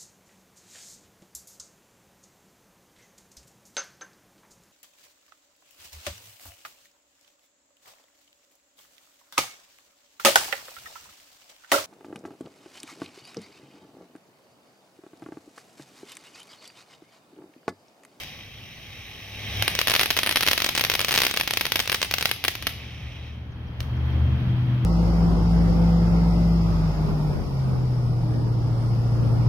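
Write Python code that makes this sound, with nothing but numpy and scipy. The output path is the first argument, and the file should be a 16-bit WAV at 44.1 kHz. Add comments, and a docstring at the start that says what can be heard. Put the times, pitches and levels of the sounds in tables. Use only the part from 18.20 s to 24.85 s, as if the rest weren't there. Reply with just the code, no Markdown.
"""Small fountain firework with popping stars

A fountain firework hisses on a pavement (shaped noise) and throws up stars that burst in sharp pops
(short push and suction), each bounced by the ground and followed by small snaps and yard echoes.
Behind it are passing vehicles with two engine hums (sines), low rumble and street wash (noise),
insects (a throbbing narrow band) and a bird (sine glides).
Two microphone ports on a small housing colour the pops and the hiss differently left and right."""
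import sys
import numpy as np
from scipy import signal
from scipy.fft import rfft, irfft
from scipy.io import wavfile
from scipy.ndimage import uniform_filter1d

SR = 44100
rng = np.random.default_rng(int(sys.argv[2]) if len(sys.argv) > 2 else 0)


def unload_audio(sound):
    """Save the sound as a 16-bit wav file, at the path given as the first command line argument."""
    columns = np.transpose(np.atleast_2d(sound))
    # keep every value between -1 and 1, then stretch to whole-number steps
    steps = np.round(np.clip(columns, -1, 1) * 32767)
    wavfile.write(sys.argv[1], SR, steps.astype(np.int16))


def level_to_linear(level):
    """Convert decibel levels to linear amplitude factors, elementwise."""
    exponent = np.asarray(level, float) / 20
    return 10 ** exponent


N = 293253
TIME = np.arange(N) / SR
LEAD = SR // 10  # samples played ahead of time zero, so that an earlier star leaves its tail
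EDGE_HZ = 15900  # the noises and the yard echoes stop here

# loud bursting stars: t/s, level/dB before the pop is coloured, ground bounce delay/ms (longer if higher)
POPS = [(-0.03, -4.5, 1.8), (1.424, -4.5, 1.34), (1.4794, -3, 2.46), (1.5518, -9, 1.8), (1.59, -2.5, 2.04),
        (1.6146, -5, 1.73), (1.6725, -5, 1.7), (1.6822, -4, 3.7), (1.6983, -4, 1.7), (1.7077, -7.5, 2.9),
        (1.7168, -7, 1.8), (1.7385, -4, 2.31), (1.7516, -3.5, 3.9), (1.7627, -4, 1.6), (1.7945, -2, 1.6),
        (1.8029, -8.5, 3.4), (1.812, -4, 2.8), (1.817, -11.5, 2.8), (1.833, -5.5, 2.47),
        (1.859, -8.5, 2.36), (1.9045, -3.5, 1.2), (1.909, -6, 2.8), (1.9669, -7, 3), (1.9743, -6.5, 1.93),
        (1.9895, -2.5, 2.74), (2.0331, -6, 3.17), (2.0631, -8, 3.9), (2.0725, -7.5, 3.3),
        (2.0925, -6.5, 2.8), (2.1113, -7.5, 3.2), (2.125, -11, 2.1), (2.1589, -2, 3.3), (2.17, -3, 3.8),
        (2.2083, -5.5, 2.4), (2.2262, -9.5, 4), (2.2324, -6, 3.7), (2.2652, -7.5, 2.9), (2.2752, -3.5, 1.9),
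        (2.2852, -1, 3.3), (2.3131, -2, 3.7), (2.3325, -4, 1.7), (2.378, -5, 3.1), (2.4028, -10, 1.5),
        (2.42, -5.5, 2.9), (2.4444, -4.5, 3.1), (2.4634, -7, 3.7), (2.49, -5.5, 3.1), (2.5513, -7, 3.7),
        (2.5635, -12.5, 2.6), (2.5775, -3.5, 3.4), (2.5957, -9, 2.9), (2.6104, -4.5, 3.7),
        (2.6389, -6, 1.8), (2.6496, -5.5, 1.56), (2.699, -2.5, 1.9), (2.7172, -8.5, 2.8), (2.7384, -7, 2),
        (2.7525, -6, 2.77), (2.7933, -7, 1.74), (2.8052, -9.5, 2.2), (2.814, -7, 1.7), (2.847, -5, 1.6),
        (2.884, -7.5, 1.7), (2.891, -8.5, 3.6), (2.9098, -8, 2.81), (2.9187, -7.5, 2.43), (2.9265, -8, 2.2),
        (2.9407, -4.5, 2.6), (2.9512, -6.5, 4.01), (2.9602, -5.5, 1.26), (2.9769, 0, 4.4),
        (2.9879, -6.5, 1.9), (3.0032, -5.5, 2.6), (3.0184, -3, 1.96), (3.0353, -5.5, 5.1), (3.051, -6, 2.8),
        (3.0666, -3, 2.8), (3.1114, -9, 2.6), (3.1403, -11, 4.2), (3.1638, -13, 2.6), (3.1729, -5, 1.73),
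        (3.1995, -9.5, 3.6), (3.211, -6, 1.11), (3.276, -7.5, 3.6), (3.3087, -7, 2.2), (3.3364, -8, 1.54),
        (3.3723, -4, 2.85), (3.4108, -5, 3.14), (3.4536, -8.5, 2.1), (3.4662, -11, 2.8), (3.5203, -4, 2.04),
        (3.5577, -3, 3.1), (3.5928, -6.5, 1.3), (3.6014, -4, 4.1), (3.6762, -10, 1.9), (3.6974, -7, 1.7),
        (3.7187, -6.5, 2.5), (3.7268, -8, 1.81), (3.7452, -5.5, 2.61), (3.7472, -11, 2.3),
        (3.8167, -7.5, 1.8), (3.8285, -4, 1.85), (3.9119, -9, 2.5), (3.9395, -3, 1.41), (3.9837, -8, 2.4),
        (4.0104, -9.5, 3.8), (4.0262, -8, 2.14), (4.056, -1.5, 1.47), (4.1134, -5, 2.3), (4.2402, -8, 1.35),
        (4.2497, -7, 2.55), (4.2815, -2.5, 2.56), (4.425, -17, 1.7), (4.4695, -4.5, 4.44),
        (5.6051, -19, 1.66)]
# how alike left and right are, for the street and the yard: f/Hz, likeness (1 same, 0 unrelated, -1 opposite)
LIKENESS = [(60, 0.76), (240, 1), (950, 0.42), (3770, -0.41), (15000, 0.75)]
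# two vehicles passing: t/s, level/dB of their rumble
TRAFFIC = [(0, -49), (1.1, -50), (1.4, -36), (1.7, -44.5), (4.2, -45.5), (5.25, -40.5), (5.5, -37),
           (5.9, -28), (6.65, -29)]


def evened(x):
    """Scales a signal to rms 1."""
    return x / np.sqrt(np.mean(x ** 2) + 1e-20)


def read(points, hz):
    """Reads a table of values over frequency, on a log-frequency axis."""
    f, value = np.transpose(points)
    return np.interp(np.log(hz + 1), np.log(f + 1), value)


def curve(rows, axis=1):
    """Reads one column of a table over time, at every sample."""
    return np.interp(TIME, np.transpose(rows)[0], np.transpose(rows)[axis])


def ports(hz, turn):
    """Each port sums delayed and dulled paths round the housing; the direction (turn) shifts the delays."""
    # paths from the front to each port: delay/ms, gain, top f/Hz, delay shift/ms for a turn of 1
    left_paths = [(-.068, .55, 16000, .003), (0, 1., 16000, .003)]
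    right_paths = [(0.0041, 1., 6800, -0.021), (0.27, -1.104, 3270, 0.0059), (0.33, 0.53, 2900, -0.016),
                   (0.079, 0.49, 31000, -0.034)]
    responses = []
    for paths in (left_paths, right_paths):
        response = 0
        for ms, gain, top, spread in paths:
            delay = np.exp(-2j * np.pi * hz * (ms + spread * turn) / 1000)
            response = response + gain * delay / (1 + (hz / top) ** 4)
        responses.append(response)
    return np.array(responses)


def noise(spectrum, likeness, patchy_db, size=1024):
    """Makes two channels of random short-time spectra, with patches that drift in loudness."""
    hz = np.fft.rfftfreq(size, 1 / SR)
    a, b, c, d, patches = rng.standard_normal((4 * N // size + 5, len(hz), 5)).T
    patches = uniform_filter1d(patches, size=10, axis=0)  # over frequency
    patches = evened(uniform_filter1d(patches, size=8, axis=1))  # over time
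    same = np.clip(read(likeness, hz), -1, 1)[:, None]
    left = a + 1j * b
    right = same * left + np.sqrt(1 - same ** 2) * (c + 1j * d)
    z = np.array([left, right])
    z *= level_to_linear(read(spectrum, hz)[:, None] + patchy_db * patches) * (hz < EDGE_HZ)[:, None]
    return hz, z


def sound(z, size=1024):
    """Turns short-time spectra back into sound of rms 1."""
    return evened(signal.istft(z, nperseg=size, noverlap=size * 3 // 4)[1][:, :N])


def bursts(rows, size=2048):
    """Each star is a blast wave (push, then suction), its duller ground bounce and a spatter of debris."""
    # colour of a pop: f/Hz, level/dB
    blast_colour = [(30, 9.5), (150, 17.5), (500, 15.5), (1500, 10), (4000, 11.5), (6300, 11.5),
                    (7500, 6.5), (9000, 10), (16000, 3.5)]
    ground_db, ground_spread_db = -3.5, 1  # bounce against the direct pop, and how much it varies
    s, db, bounce_ms = np.transpose(rows)[:, :, None]
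    turn, tilt, stretch, ground = rng.standard_normal((len(rows), 4, 1)).transpose(1, 0, 2)
    hz, t = np.fft.rfftfreq(size, 1 / SR), np.arange(size) / SR

    def late(ms):
        """A delay turns the phase in step with frequency."""
        return np.exp(-2j * np.pi * hz * ms / 1000)

    suction_ms = .113 * np.exp(.14 * stretch)
    blast = (1 - .6 * late(suction_ms)) * late(20) * level_to_linear(read(blast_colour, hz))
    bounce_gain = level_to_linear(ground_db + ground_spread_db * ground.clip(-2, 2))
    bounce = bounce_gain * late(bounce_ms) / (1 + 1j * hz / 11000)
    from_below = ports(hz, tilt - 1.5)  # the bounce comes from another direction

    fade = level_to_linear(-24 - 60 * t / 0.036) * (t > .0003)
    debris = rng.standard_normal((len(rows), 2, size)) * fade
    # grit carries no bass
    spatter = rfft(debris).transpose(1, 0, 2) * ports(hz, -turn) * hz / (hz - 700j)

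    waves = level_to_linear(db) * irfft(blast * (ports(hz, turn) + bounce * from_below + spatter))
    out = np.zeros((2, LEAD + N + size))
    # each pop sits 20 ms into its frame
    at = np.round((s - .02) * SR).astype(int) + LEAD + np.arange(size)
    for channel in range(2):
        np.add.at(out[channel], at, waves[channel])
    return out[:, :LEAD + N]


def small_stars(count=5):
    """Each star throws burning crumbs that snap at random moments soon after it."""
    shortest_s, further_lag_s = .005, .022  # least lag, and the mean of the random lag added to it
    crackle_db = (-25, -11)  # softest and loudest crumb against its star
    crackle_rarity = 4.7  # the higher this power, the rarer the loud crumbs
    bounce_range_ms = (1.2, 4.2)  # from the lowest to the highest crumb
    lag, strength, height = rng.random((len(POPS), count, 3)).T
    s, db = np.transpose(POPS)[:2]
    rows = [s + shortest_s - further_lag_s * np.log(1 - lag),
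            db + np.interp(strength ** crackle_rarity, (0, 1), crackle_db),
            np.interp(height, (0, 1), bounce_range_ms)]
    return np.reshape(rows, (len(rows), -1)).T


def yard(x, tail_db=-13):
    """Adds echoes smeared by brick and leaves, and a sparse tail that dies band by band."""
    # walls and foliage: delay/ms, level/dB before the final tone tilt, smear/ms
    walls = [(12.2, -22, 1), (22.8, -19, 1), (27, -17, 22)]
    # how long the tail lasts: f/Hz, time to fall by 60 dB/s
    tail_times = [(300, 0.12), (1500, 0.16), (5000, 0.9), (9000, 0.4), (15000, 0.44)]
    # one click of random sign at a random place in every 20 samples
    taps = np.zeros((2, SR // 2))
    at = np.arange(200, SR // 2 - 20, 20) + rng.integers(0, 20, (2, (SR // 2 - 201) // 20))
    np.put_along_axis(taps, at, rng.choice([-1., 1.], at.shape), 1)
    hz, t, z = signal.stft(taps, SR, nperseg=256)
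    fade = level_to_linear(-60 * t / read(tail_times, hz)[:, None])
    tail = signal.istft(z * fade, SR, nperseg=256)[1]
    tail *= level_to_linear(tail_db) / np.linalg.norm(tail[0])

    for ms, db, smear_ms in walls:
        smear = np.exp(-np.arange(3000) / SR * 1000 / smear_ms)
        echo = rng.standard_normal((2, len(smear))) * smear / np.linalg.norm(smear)
        tail[:, round(ms * SR / 1000):][:, :len(smear)] += level_to_linear(db) * echo

    hz = np.fft.rfftfreq(tail.shape[1], 1 / SR)
    # sound from the sides enters the ports brighter
    brighter = level_to_linear(read([(6000, -1), (12000, 1.5)], hz))
    left, right = rfft(tail) * (hz < EDGE_HZ) * brighter
    same = np.clip(read(LIKENESS, hz), -1, 1)  # long waves reach both ports alike
    tail = irfft([left, same * left + np.sqrt(1 - same ** 2) * right])
    return signal.fftconvolve(x, tail, axes=1)[:, :LEAD + N]


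def jet():
    """Burning gas hisses out of the nozzle in front of the ports, sputtering a little as it flows."""
    # colour of the hiss before the ports: f/Hz, relative level/dB per Hz
    hiss_colour = [(500, -8.5), (860, -6.5), (970, -32.5), (1080, -9), (1380, -18.5), (2000, -4.5),
                   (2550, -1), (2900, -2.5), (3200, 2), (3500, -5), (3800, 2.5), (4100, -5), (4600, -9.5),
                   (5800, 0.5), (7450, -18.5), (8600, -15.5), (10500, -20), (13000, -15.5), (15500, -19)]
    # loudness of the hiss before sputter: t/s, level/dB
    hiss_level = [(0, -41), (.3, -47), (1.1, -42), (1.4, -31.5), (1.7, -37), (3.2, -39), (4.2, -43.5),
                  (4.6, -43), (5.08, -47), (5.25, -62), (5.5, -79)]
    dull_from_s, dull_db = 3.24, -3  # the dying jet loses treble: dB per second and octave above 3000 Hz
    hz, z = noise(hiss_colour, [(100, 1.0), (2000, 0.81), (15000, 0.34)], patchy_db=1.35)
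    sputter = evened(uniform_filter1d(rng.standard_normal(N), size=30))
    dying_s = np.maximum(np.linspace(0, N / SR, z.shape[2]) - dull_from_s, 0)
    octaves = np.log2(np.maximum(hz / 3000, 1))[:, None]
    z = z * level_to_linear(dull_db * octaves * dying_s)
    return sound(z * ports(hz, 0)[:, :, None]) * level_to_linear(curve(hiss_level) + 1.6 * sputter)


def hums():
    """Two engine tones waver in pitch and level, with further tones at sums and multiples of their pitch."""
    # engine hums of both passes: t/s, f/Hz, level/dB before wavering and the lean to the left
    low_hum = [(.8, 61, -63), (1.4, 66.1, -38), (1.8, 70.1, -67), (4.1, 85.8, -65), (4.2, 86, -49),
               (4.45, 75, -42.5), (5.5, 74.88, -38), (6.0, 76.86, -20.5), (6.15, 78.05, -22.5),
               (6.25, 77.4, -39), (6.65, 79.6, -46.5)]
    high_hum = [(.8, 101, -57), (1.25, 101.8, -42.5), (1.42, 103.6, -30), (1.65, 103.2, -84),
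                (4.2, 124, -75), (4.4, 119, -44), (5.35, 118, -42.5), (5.9, 124.2, -26.5), (6.55, 124, -21),
                (6.65, 122.2, -23.5)]
    # further tones: times the low f, times the high f, level/dB against the high hum
    overtones = [(1, 1, -16.5), (0, 2, -21), (1, 2, -22.5)]
    turns, levels = [], []
    for hum in (low_hum, high_hum):
        waver = evened(uniform_filter1d(rng.standard_normal((2, N)), size=2500, axis=1))
        hz = curve(hum) + .8 * waver[0]
        turns.append(2 * np.pi * np.cumsum(hz) / SR)
        levels.append(np.sqrt(2) * level_to_linear(curve(hum, axis=2) + 0.32 * waver[1]))  # rms to peak
    mixed = sum(level_to_linear(db) * np.sin(round(m) * turns[0] + round(n) * turns[1]) for m, n, db in overtones)
    both = levels[0] * np.sin(turns[0]) + levels[1] * (np.sin(turns[1]) + mixed)
    return both * level_to_linear([[.7], [-.7]])  # slightly louder on the left


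def rumble():
    """Lumpy low traffic noise, nearly the same at both ports."""
    # colour of the rumble: f/Hz, relative level/dB per Hz
    rumble_colour = [(20, -37), (50, -8.5), (100, -1), (250, -21), (400, -86)]
    z = noise(rumble_colour, [(20, 0.94), (400, 0.96)], patchy_db=3.0, size=4096)[1]
    return sound(z, size=4096) * level_to_linear(curve(TRAFFIC))


def street():
    """Far wash from all sides swells with the traffic; a throbbing narrow band in it stands for insects."""
    # colour of the wash before the lean and the insects: f/Hz, relative level/dB per Hz
    wash_colour = [(88, -33), (150, -5), (260, -9.5), (378, -16), (991, -20.5), (2600, -26), (3770, -31),
                   (6200, -47), (7400, -73), (9500, -58.5), (13800, -58), (15900, -62.5)]
    # lean of the wash: f/Hz, left minus right level/dB
    side_lean = [(60, 5.5), (240, 2), (950, 0), (3770, 0), (15000, 22)]
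    wash_db, wash_share = -14, 0.82  # the wash follows the traffic by this share of its dB
    hz, z = noise(wash_colour, LIKENESS, patchy_db=0.84)
    lean = level_to_linear(read(side_lean, hz) / 2)[:, None]
    throb = evened(uniform_filter1d(rng.standard_normal(z.shape[2]), size=3))
    insects = level_to_linear(6.0 + 2.0 * throb) / (1 + ((hz[:, None] - 3200.) / 55.0) ** 2)
    wash = sound(z * [lean, 1 / lean] * (1 + insects))
    return wash * level_to_linear(wash_db + wash_share * curve(TRAFFIC))


def bird():
    """Each chirp is a short sine gliding in pitch, off to the left."""
    # chirps: t/s, length/s, start f/Hz, end f/Hz, peak level/dB before the lean to the left
    chirps = [(5.317, .018, 7000, 4700, -65), (5.465, .028, 6200, 4600, -65), (5.765, .02, 6800, 4200, -61),
              (5.918, .028, 6200, 4500, -61), (6.325, .02, 3300, 3600, -56)]
    out = np.zeros(N)
    for s, length, start_hz, end_hz, db in chirps:
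        hz = np.linspace(start_hz, end_hz, round(length * SR))
        glide = np.sin(2 * np.pi * np.cumsum(hz) / SR) * signal.windows.tukey(len(hz), .5)
        out[round(s * SR):][:len(hz)] += level_to_linear(db) * glide
    return out * level_to_linear([[2], [-2]])


def scene():
    """Pops and their yard echoes over jet, engines, traffic, street and bird."""
    pops = bursts(np.vstack([POPS, small_stars()]))
    echoed = (pops + yard(pops))[:, LEAD:]
    return echoed + jet() + hums() + rumble() + street() + bird()


def band_limit(x):
    """A steep low-pass at the top of the band."""
    return signal.sosfilt(signal.butter(12, 17000, fs=SR, output="sos"), x)


def record(dry):
    """The loudest peaks round off smoothly towards full scale."""
    rounded = dry / (1 + abs(dry) ** 6) ** (1 / 6)
    return band_limit(rounded)


dry = scene()
out = record(dry)
unload_audio(out)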